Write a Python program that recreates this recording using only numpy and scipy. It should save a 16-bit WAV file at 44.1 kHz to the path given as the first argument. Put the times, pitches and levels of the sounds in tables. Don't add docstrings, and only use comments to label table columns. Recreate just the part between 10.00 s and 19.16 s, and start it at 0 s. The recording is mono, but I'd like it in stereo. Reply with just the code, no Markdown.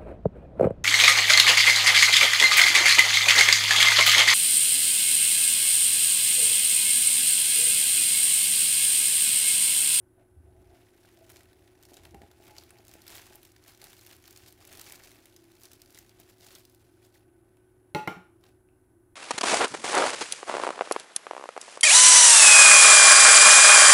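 import sys
import numpy as np
from scipy import signal
from scipy.io import wavfile

SR = 44100
rng = np.random.default_rng(int(sys.argv[2]) if len(sys.argv) > 2 else 0)


def boost(x):
    u = np.asarray(x, float) / 20
    return 10 ** u


def log_audio(samples):
    frames = np.atleast_2d(samples).T
    limited = np.clip(frames, -1, 1)
    pcm = np.round(limited * 32767).astype(np.int16)
    wavfile.write(sys.argv[1], SR, pcm)


N = 403756

# (time [s], peak level [dB], favoured mode [Hz])
TAPS = [(0.18, -64, 685), (0.712, -60, 660), (1.048, -62, 607), (1.21, -58, 611), (1.34, -67, 703),
        (1.918, -51.5, 400), (1.972, -58, 694), (2.146, -41.5, 795), (2.182, -64, 689), (2.216, -49, 540),
        (2.234, -50, 830), (2.31, -60, 802), (2.402, -57, 685), (2.489, -61, 680), (2.509, -58, 850),
        (2.583, -54, 840), (2.729, -60, 700), (2.797, -55, 720), (2.892, -59, 759), (2.953, -50.5, 584),
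        (3.104, -53, 880), (3.308, -52.5, 850), (3.349, -57, 656), (3.825, -54.5, 790), (4.92, -58, 759),
        (6.199, -58, 786)]
EDGES = 22 * 2 ** np.arange(0, 9.6, .5)


def rms_one(x):
    return x / np.sqrt(np.mean(x ** 2) + 1e-20)


def in_time(rows):
    s, *columns = np.transpose(rows)
    return [np.interp(np.arange(N) / SR, s, c) for c in columns]


def at_hz(points, hz):
    table_hz, values = np.transpose(points)
    return np.interp(np.log(hz), np.log(table_hz), values)


def sides(pan_db):
    return boost(np.multiply.outer([.5, -.5], pan_db))


def pair(white, alike):
    alike = np.clip(alike, -1, 1)
    common = np.sqrt(1 + alike) * white[0]
    opposed = np.sqrt(1 - alike) * white[1] * [[1], [-1]]
    return (common + opposed) / np.sqrt(2)


def bands(size=N):
    white = rng.standard_normal((2, 2, size))
    for k, (low, high) in enumerate(zip(EDGES, EDGES[1:])):
        band = signal.butter(2, [low, high], "band", fs=SR, output="sos")
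        yield np.sqrt(low * high), signal.sosfilt(band, white[k % 2])


def narrow(white, hz, width_hz):
    r = np.exp(-np.pi * width_hz / SR)
    stage = [1, 0, -1, 1, -2 * r * np.cos(2 * np.pi * hz / SR), r * r]
    return rms_one(signal.sosfilt([stage, stage], white))


def burst(powers, rise_s, fall_s):
    for tau in (rise_s, fall_s):
        decay = np.exp(-2 / (max(tau, 1e-4) * SR))
        powers = signal.lfilter([1], [1, -decay], powers + 1e-18)
    return np.sqrt(powers / (rise_s * SR / 2 + 1))


def swells(s, hold_s, db, rise_db, fall_db):
    clock = np.arange(0, N + 64, 64) / SR
    s, end = np.c_[s], np.c_[np.add(s, hold_s)]
    before, after = np.maximum(s - clock, 0), np.maximum(clock - end, 0)
    level = np.c_[db] - rise_db * before - fall_db * after
    return np.interp(np.arange(N) / SR, clock, boost(2 * level).sum(axis=0))


def hand():
    # (time [s], film crackle [dB], wet strands over crackle [dB])
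    work = [(0, -85.5, 3), (.36, -83, 4.5), (.75, -70, 4), (1.25, -68.5, 2), (1.8, -71.5, 3.5),
            (2.3, -69.5, 2.5), (2.8, -67.5, 3.5), (3.3, -61, 0), (3.54, -72, 2), (4.0, -60, -2.5),
            (4.56, -91, -1), (5.0, -62, 1), (5.45, -67.5, -0.5), (6.08, -67.5, 2), (6.36, -83, 5),
            (6.77, -68, -2), (7.3, -82, 6.5), (9.15, -86.5, 2)]
    # (time [s], hold [s], crackle [dB], wet strands over crackle [dB])
    grabs = [(0.198, 0.019, -81, 11.5), (1.042, 0.023, -66.5, 3.5), (1.292, 0.014, -62, 1),
             (1.355, 0.036, -63, -2), (1.865, 0.043, -64, -6), (1.94, 0.038, -62, 1.5),
             (2.05, 0.0091, -65, 3.5), (2.425, 0.088, -63, 2.5), (2.583, 0.011, -57.5, -6),
             (2.89, .06, -64.5, -8), (3.101, 0.08, -53.5, -1), (3.443, .01, -61.5, -2),
             (3.675, 0.023, -58.5, -1), (3.826, 0.05, -59, 0.5), (4.085, 0.057, -60, -1),
             (4.243, 0.19, -62, -1.5), (4.47, 0.018, -56.5, -2.5), (4.6, 0.07, -59.5, 0.5),
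             (4.705, 0.1, -55.5, 0), (4.858, 0.09, -56, -2), (5.048, 0.031, -59.5, -2),
             (5.632, 0.017, -58.5, -4), (5.72, 0.011, -63, -15), (5.952, 0.019, -59, -4.5),
             (6.2, .015, -60.5, -0.5), (6.291, 0.017, -62.5, 0), (6.412, 0.17, -58.5, -2.5),
             (7.037, .02, -66, -3.5), (7.153, 0.011, -65.5, -3), (8.434, 0.053, -71, 2)]
    # (time [s], level over wet strands [dB])
    bowl_load = [(0, 3), (.6, 6.5), (.9, -3.5), (1.6, 1), (2.1, -1.5), (3.1, -4.5), (4, -3.5), (6.6, -2),
                 (7.8, 4)]
    grab_rise_db_per_s, grab_fall_db_per_s = 326, 224
    steady_db, damp_db = in_time(work)
    s, hold_s, db, wet_db = np.transpose(grabs)
    crackle = boost(2 * steady_db) + swells(s, hold_s, db, grab_rise_db_per_s, grab_fall_db_per_s)
    wet = boost(2 * (steady_db + damp_db))
    wet = wet + swells(s, hold_s, db + wet_db, grab_rise_db_per_s, grab_fall_db_per_s)
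    s, db, _ = np.transpose(TAPS)
    scuffs = swells(s, hold_s=0.0039, db=db - 8, rise_db=900, fall_db=406)
    rub = wet * boost(2 * in_time(bowl_load)[0]) + scuffs
    return 10 * np.log10([crackle, wet / crackle, rub])


def glove(crackle_db, wet_db):
    # (time [s], peak level
    # [dB], dull part over peak [dB], bright part over peak [dB])
    film_snaps = [(1.172, -39.5, -23, -20), (1.3004, -37, -14, -3), (1.318, -43, -28, 5),
                  (1.3598, -28.5, -23, -26), (1.4068, -36.5, -16, -14), (1.5304, -43.5, -15, -16),
                  (1.677, -41, -14.5, -17), (1.8265, -36, -25, -11), (1.8522, -36.5, -22, -8),
                  (1.941, -35, -29, -10), (1.968, -31, -26, -15), (2.0524, -33.5, -12.5, -11),
                  (2.145, -37, -14, -12), (2.2176, -39, -10, -12), (2.314, -43.5, -8, -11),
                  (2.4795, -38, -14, -13), (2.5829, -19.5, -38, -23), (2.7058, -38, -13, -1),
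                  (2.7855, -35.5, -34, -24), (2.8812, -38, -25, -3), (2.9374, -34.5, -21, -3.5),
                  (3.018, -32, -41, -10.5), (3.0666, -35.5, -15, -7), (3.0792, -30, -30, -8),
                  (3.1665, -33, -27, -3), (3.2662, -38, -13, -6), (3.355, -36.5, -24, -1),
                  (3.4304, -38, -25, -6), (3.518, -42, -32, -7), (3.5627, -35.5, -18, -15),
                  (3.6801, -40, -19, -7), (3.8158, -29.5, -21, -11), (3.841, -34.5, -16, -1),
                   (3.93, -34.5, -15, -6.5), (4.064, -30.5, -22.5, -6), (4.1294, -32.5, -17, -21),
                   (4.255, -33.5, -30, -22), (4.2772, -35, -15, -10), (4.4618, -33, -32, -15),
                   (4.482, -39, -26, 0), (4.674, -37, -30, -6), (4.813, -24.5, -25, -7),
                   (4.922, -31.5, -12, 0), (5.036, -35, -22, -12), (5.256, -37, -22, -5.5),
                   (5.363, -30.5, -27, -13), (5.6541, -27, -39, -17), (5.716, -32.5, -20, -10),
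                   (5.8174, -27.5, -35, -14), (5.905, -40.5, -35, -8), (5.9875, -27.5, -36, -11),
                   (6.1994, -39, -19, -5), (6.4657, -36.5, -33, -5), (6.551, -26.5, -44, -15),
                   (6.6514, -32.5, -40, -10.5), (6.697, -45, -36, -5), (7.143, -51, -11, -4),
                   (7.5692, -50.5, -16, -12), (8.4385, -39, -13.5, -18), (8.464, -36, -25, -42)]
    # (frequency [Hz], density [dB per Hz])
    film = [(530, -58), (900, 3.5), (1230, -4.5), (1970, 2), (3070, -1), (4200, -2), (8760, -5),
            (15100, -4.5), (16000, -28)]
    # (frequency [Hz], left-right level [dB])
    film_pan = [(800, 2), (2000, 0.5), (8000, 3.5), (15000, 1)]
    when, size, dull, bright = rng.random((4, 3600))
    at = (when * N).astype(int)
    size_db = 17.5 - 2.57 * np.log(np.maximum(size, .04))
    swarm_db = 1.29 * crackle_db[at] + size_db
    s, peak_db, dull_db, bright_db = np.transpose(film_snaps)
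    level_db = np.r_[swarm_db, peak_db - 10]
    dull_db = np.r_[wet_db[at] - 16 * dull + 4, dull_db + 14]
    bright_db = np.r_[4 - 14 * bright, bright_db + 10]
    at = np.r_[at, (s * SR).astype(int)]
    gains = sides(rng.normal(0, 0.89, len(at)))
    total = sum(boost(2 * at_hz(film, hz)) * hz * .347 for hz in EDGES if hz > 3500) / (SR / 2)
    out = np.zeros((2, N))
    for hz, white in bands():
        if hz < 700:
            continue
        low = np.clip(np.log2(4500 / hz), 0, 1)
        high = np.clip(np.log2(hz / 5500), 0, 1)
        tint_db = rng.normal(-1.56, 3.0, len(at))
        crease_db = level_db + low * dull_db + high * bright_db + tint_db
        powers = np.zeros((2, N))
        np.add.at(powers, (slice(None), at), (gains * boost(crease_db)) ** 2)
        shape = burst(powers, rise_s=0.00045, fall_s=0.0019 + 3.5 / hz)
        shape = shape + boost(crackle_db + low * wet_db - 10.0)
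        out += boost(at_hz(film, hz)) * sides([at_hz(film_pan, hz)]) * pair(white, 180 / hz) * shape
    return out / np.sqrt(total)


def ticks():
    # (time [s], peak
    # level [dB], dull part over peak [dB], bright part over peak [dB])
    film_ticks = [(0.9758, -55, -9, 0), (1.0316, -52, -6, -4), (1.2436, -49, 3, 0), (1.2645, -50, -6, -2),
                  (1.3682, -38, -9, 0), (1.4324, -43.5, -10, 0), (1.834, -40, -6, 0), (1.9348, -41, -6, 0),
                  (2.0342, -44, -6, -2), (2.1094, -47, -6, 1), (2.4668, -43, -1, -2), (2.5658, -39, 3, -5),
                  (2.6364, -42, -6, 3), (2.6927, -45.5, -4, -5), (2.8507, -44, -6, 5), (2.868, -44, -9, 0),
                  (2.8913, -43, -6, 2), (2.9138, -39, -4, -2), (3.103, -40, -6, -2), (3.2176, -39, -6, 1),
                  (3.3326, -40, -5, 0), (3.4512, -41.5, -8, 4), (3.6391, -44, -8, 1), (3.748, -43, -11, 0),
                  (3.7748, -44, -6, 1), (3.905, -41, 0, 1), (4.0115, -44, -8, 5), (4.0274, -51, -6, 0),
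                  (4.0492, -41, -4, -2), (4.0716, -39, -4, 2), (4.1121, -41, -6, 0), (4.128, -44, -2, -2),
                  (4.1649, -43, -4, 5), (4.2238, -45, -6, 0), (4.2404, -41, 2, -2),
                  (4.3082, -40.5, -13, 6), (4.3274, -41, -8, 2), (4.3495, -49, -6, 0), (4.362, -36, -3, 0),
                   (4.3742, -33.5, -10, -1), (4.5246, -42, -6, 8), (4.6508, -39.5, -4, 5),
                   (4.6927, -45, -6, 0), (4.7164, -36.5, 0, 0), (4.7274, -36.5, -4, 5),
                   (4.7731, -38, -6, 4), (4.795, -32.5, -9, 4), (4.8414, -39, -8, 3), (4.8623, -39, -6, 0),
                   (4.8878, -40, -6, 2), (4.8978, -36, -11, 6), (4.956, -37.5, -6, 2),
                   (5.0928, -44, -4, -3), (5.1163, -42.5, -2, 4), (5.441, -48, -8, 0),
                   (5.518, -46.5, -8, 2), (5.5523, -49, -6, 4), (5.6095, -49, -9, 7),
                   (5.634, -38.5, -11, 7), (5.7324, -37, -6, 5), (5.8, -47, -9, -4), (5.8596, -42, -8, 0),
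                   (5.9462, -38, -6, 2), (5.9748, -37.5, -5, 1), (6.0636, -47, -6, -4),
                   (6.0938, -41, -4, -3), (6.1684, -53, -8, -3), (6.3829, -51, -6, 2),
                   (6.4083, -42, -4, -4), (6.4323, -52, -6, 0), (6.5844, -52, -4, -3), (6.747, -48, -8, 8),
                   (7.0499, -47, -4, 0), (7.4909, -65, -6, 5), (8.4103, -59, 0, 0)]
    # (from [Hz], to [Hz], fall [s])
    tick_parts = [(1510, 3200, 0.0058), (3480, 7800, 0.0019), (8000, 21000, 0.0019)]
    s, peak_db, dull_db, bright_db = np.transpose(film_ticks)
    out = np.zeros((2, N))
    for (low, high, fall_s), part_db in zip(tick_parts, (dull_db - 7, 0 * s, bright_db)):
        powers = np.zeros(N)
        powers[(s * SR).astype(int)] = boost(2 * (peak_db + part_db - 8.5))
        band = signal.butter(2, [low, high], "band", fs=SR, output="sos")
        white = signal.sosfilt(band, rng.standard_normal((2, N)))
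        out += pair(rms_one(white), 0.13) * burst(powers, rise_s=0.00022, fall_s=fall_s)
    return out * sides([2.5])


def sauce(wet_level_db):
    # (time [s], peak level [dB], frequency [Hz])
    squelches = [
        (.199, -59, 1590),
        (1.049, -44, 1530),
        (4.722, -40, 1620),
        (4.934, -31, 2270),
        (5.005, -36, 2050),
        (5.115, -37, 2100),
        (5.976, -31.5, 2020),
        (7.157, -42, 1870),
        (7.572, -50, 2750),
        (8.688, -43, 2630),
    ]
    when, size, pitch, place = rng.random((4, 1400))
    s, peak_db, listed_hz = np.transpose(squelches)
    at = np.r_[when * (N - 1000), s * SR].astype(int)
    random_db = wet_level_db[at[:len(when)]] - 4 - 3.0 * np.log(np.maximum(size, .03))
    level = boost(np.r_[random_db, peak_db - 1.5])
    hz = np.r_[1300 * 3.5 ** pitch ** 1.4, listed_hz][:, None]
    age = np.arange(900) / SR
    cycles = hz * age * (1 + 2.8 * age)
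    envelope = boost(-3.5 * cycles) * (1 - np.exp(-cycles / 0.76))
    pops = level[:, None] * np.sin(2 * np.pi * cycles) * envelope
    out = np.zeros((2, N))
    turn = np.r_[place, np.full(len(s), .5)]
    for side, lag in zip(out, (0 * turn, 14 * turn)):
        np.add.at(side, (at + lag.astype(int))[:, None] + np.arange(900), pops)
    return out * sides([2.5])


def held_bowl(rub_db):
    # (frequency [Hz], level [dB], t60 [s])
    held_modes = [(360, 5, 0.018), (410, 4.5, 0.029), (565, 5.5, 0.017), (685, 7.5, 0.023),
                  (793.3, -6.5, 0.15), (840, -16, 0.12)]
    force = boost(rub_db - 30.5) * rng.standard_normal((2, N))
    s, peak_db, spot_hz = np.transpose(TAPS)
    out = np.zeros((2, N))
    for hz, db, t60 in held_modes:
        push = pair(force, 0.53)
        off_spot_db = np.minimum(24 * np.abs(np.log2(hz / spot_hz)), 9)
        push[:, (s * SR).astype(int)] += boost(peak_db - 1.5 - off_spot_db)
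        r, w = boost(-60 / (t60 * SR)), 2 * np.pi * hz / SR
        out += boost(db) * signal.lfilter([0, np.sin(w)], [1, -2 * r * np.cos(w), r * r], push)
    soft = signal.butter(6, 930, fs=SR, output="sos")
    return signal.sosfilt(soft, out)


def strokes():
    # (time [s], hold [s], lower mode level [dB], upper mode level [dB])
    drags = [(.19, .03, -69, -86), (0.467, .14, -71, -80), (0.702, 0.054, -65.5, -80),
             (1.18, 0.072, -66, -80), (1.355, .05, -77, -83), (2.064, 0.022, -62, -75),
             (2.216, .03, -70, -72), (2.32, 0.017, -70, -76), (2.423, .06, -72, -74), (2.49, .03, -67, -61),
             (2.55, 0.05, -76, -66), (2.73, 0.1, -73, -68.5), (2.938, 0.051, -72, -69),
             (3.305, 0.054, -71, -69.5)]
    # (frequency [Hz], width [Hz])
    wall_modes = [(668, 70), (848, 43)]
    s, hold_s, *levels = np.transpose(drags)
    white = rng.standard_normal((2, N))
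    out = np.zeros((2, N))
    for (hz, width_hz), db in zip(wall_modes, levels):
        power = swells(s, hold_s, db, rise_db=502, fall_db=350)
        out += np.sqrt(power) * pair(narrow(white, hz, width_hz), 0.6)
    return out


def set_down():
    # (time [s], crack level [dB], ring choked after [s])
    knocks = [
        (7.948, -11, 0.095),
        (8.075, -14, 0.2),
        (8.165, -43, 0.077),
    ]
    bowl_hz = [157, 182, 252, 325, 389, 434, 589, 812, 854, 868, 1069, 1392, 1416, 1630, 2099, 2126, 2365,
               2950, 3110, 4150]
    # (t60 [s], level at first, second and third contact [dB])
    bowl_modes = [(.15, -33, -37.5, -63.5), (0.18, -31.5, -40, -40.5), (0.15, -37.5, -59, -53),
                  (0.077, -23, -33, -63), (0.19, -34.5, -51, -58), (0.13, -27.5, -33.5, -59),
                  (0.064, -29.5, -40.5, -69), (0.17, -31, -30, -46), (0.47, -24, -35, -60),
                  (0.17, -41, -25.5, -62), (0.062, -31.5, -38, -65), (0.21, -48, -33.5, -59),
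                  (0.62, -35, -39, -56), (0.056, -46, -32.5, -62), (0.033, -29.5, -20, -62),
                  (0.14, -44, -37.5, -65), (0.034, -39, -42.5, -57), (0.058, -44.5, -35.5, -62),
                  (0.13, -48, -47.5, -70), (0.013, -22, -42.5, -53)]
    # (left-right level [dB], left lead at first contact [rad], at later contacts [rad])
    bowl_sides = [(3, 0.5, 1), (0, .2, 0.7), (1.5, 0.5, 0), (-5.5, 1, -0.3), (5, 1, .1), (1.5, 0.9, 0.5),
                  (-3, 1.2, 2.5), (-7.5, 2.8, -2), (-4.5, 1.7, 3), (-6, 1.6, 3), (-1.5, -1.2, 0.5),
                  (9.5, -3.5, 1.3), (9, -3, 2.3), (3, -1, 1.7), (10.5, 1.4, -1.5), (-2, .7, -.6),
                  (3.5, 1.6, 3), (6, -1, 0.5), (5, 0, -0.5), (8, -1, -1.5)]
    # (frequency [Hz], density [dB per Hz])
    crack_film = [(28, -62), (60, -36), (140, -13.5), (300, -10), (520, -18), (1050, -11.5), (1700, -19.5),
                  (2300, -14.5), (4200, -32), (5800, -29), (9000, -35), (15500, -35)]
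    # (frequency [Hz], left-right level [dB])
    crack_pan = [(150, 3.5), (430, 4), (850, -3.5), (1407, 3.5), (2100, 2.5), (4200, 3)]
    ring, crack = np.zeros((2, 2, N))
    start = int(7.9 * SR)
    clock, powers = np.arange(start, N) / SR, np.zeros(N - start)
    for k, (s, crack_db, choke_s) in enumerate(knocks):
        age = np.maximum(clock - s, 0)
        powers[int(s * SR) - start] = boost(2 * crack_db)
        choked_db = -12 * np.clip((age - choke_s + 0.0073) / 0.017, 0, 1)
        for hz, (t60, *hit_db), (pan_db, *leads) in zip(bowl_hz, bowl_modes, bowl_sides):
            lead = np.multiply.outer([.5, -.5], [leads[min(k, 1)]])
            dying = boost(hit_db[k] + choked_db - 60 * age / t60) * (1 - np.exp(-age / 0.0017))
            ring[:, start:] += sides([pan_db]) * dying * np.sin(2 * np.pi * hz * age + lead)
    for hz, white in bands(size=N - start):
        shape = burst(powers, rise_s=0.00015, fall_s=0.0023 + 1.9 / hz)
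        noise = pair(white, min(200 / hz, .8)) * sides([at_hz(crack_pan, hz)])
        crack[:, start:] += boost(at_hz(crack_film, hz) + 14.5) * noise * shape
    return ring, crack


def kitchen():
    # (frequency [Hz], t60 [s])
    kitchen_t60 = [(150, 0.24), (1000, 0.42), (3000, 0.39), (6000, 0.36), (14000, 0.28)]
    age = np.arange(SR // 2) / SR
    echo = np.zeros((2, SR // 2))
    for hz, white in bands(size=SR // 2):
        echo += pair(white, min(220 / hz, .8)) * boost(-60 * age / at_hz(kitchen_t60, hz))
    echo = echo * (1 - np.exp(-age / 0.0016))
    return echo / np.sqrt(np.sum(echo ** 2) / 2)


def wavering(hz, wander_hz, steady):
    r = np.exp(-128 * np.pi * wander_hz / SR)
    draw = rng.standard_normal((2, 2, N // 64 + 502))
    slow = signal.lfilter([1], [1, -2 * r, r * r], draw[0] + 1j * draw[1])[:, 500:]
    slow = slow / np.abs(slow) ** np.clip(steady, 0, 1)
    carrier = np.exp(2j * np.pi * hz * np.arange(N) / SR)
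    return rms_one((np.repeat(slow, 64, axis=1)[:, :N] * carrier).real)


def background():
    # (frequency [Hz], density [dB per Hz])
    air_spectrum = [(15, -27), (30, -11.5), (100, -5.5), (160, -18), (230, -13.5), (420, -21.5), (590, -21),
                    (800, -23), (1330, -26.5), (1700, -30), (3250, -53.5), (5850, -47.5), (10500, -33),
                    (16000, -43.5)]
    # (frequency [Hz], left-right level [dB])
    air_pan = [(60, 0.9), (400, 1), (2000, 1), (10000, 2)]
    # (frequency [Hz], left-right likeness [-1..1])
    likeness = [(60, 1), (240, 0.398), (950, 0.12), (3770, 0.03), (15000, 0.02)]
    # (frequency [Hz], wander [Hz], level [dB], steadiness [0-1])
    fridge_tones = [(109.5, 3.5, -70, 1), (261, 9, -79, 0.2), (297.4, 6.1, -81, .3), (338, 2.75, -70, 0.02),
                    (367, 3, -67, 0.73)]
    # (frequency [Hz], width [Hz], level [dB], left-right likeness [-1..1])
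    fan_hiss = [(316, 97, -70.5, 0.82), (1511, 82, -81.5, 0.1), (10500, 1200, -79.5, 0.054)]
    # (time [s], hold [s], level [dB])
    passes = [
        (0.53, 0.3, -59),
        (1.39, 0.23, -63),
        (2.12, 0.17, -57),
        (2.755, 0.86, -67),
        (4.4, 1, -71.5),
        (9.15, .05, -69.5),
    ]
    air_db, traffic_db = -67.5, -77
    air = np.zeros((2, N))
    for hz, white in bands():
        noise = pair(white, at_hz(likeness, hz))
        air += noise * boost(at_hz(air_spectrum, hz)) * sides([at_hz(air_pan, hz)])
    white = rng.standard_normal((2, N))
    tones = sum(boost(db) * wavering(hz, wander_hz, steady) for hz, wander_hz, db, steady in fridge_tones)
    hum = pair(tones, 0.88)
    fan = sum(boost(db) * pair(narrow(white, hz, width_hz), alike) for hz, width_hz, db, alike in fan_hiss)
    s, hold_s, db = np.transpose(passes)
    traffic = boost(2 * traffic_db) + swells(s - hold_s / 2, hold_s, db, rise_db=106, fall_db=105)
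    rumble = np.sqrt(traffic) * pair(narrow(white, hz=77, width_hz=40), 1.0) * sides([2.5])
    return boost(air_db) * rms_one(air) + hum + fan + rumble


def scene():
    crackle_db, wet_db, rub_db = hand()
    near = glove(crackle_db, wet_db) + ticks() + sauce(crackle_db + wet_db)
    near = near + held_bowl(rub_db) + strokes()
    ring, crack = set_down()
    sent = boost(-13) * near + boost(-20.5) * ring + boost(-3.5) * crack
    walls = signal.fftconvolve(sent, kitchen(), axes=1)[:, :N]
    return near + ring + crack + walls + background()


def roll_off(x):
    return signal.sosfilt(signal.butter(12, 16840, fs=SR, output="sos"), x)


def record(dry):
    low_pass = signal.cheby2(12, 40, 16180, fs=SR, output="sos")
    mix = signal.sosfilt(low_pass, dry)
    return roll_off(mix)


dry = scene()
out = record(dry)
log_audio(out)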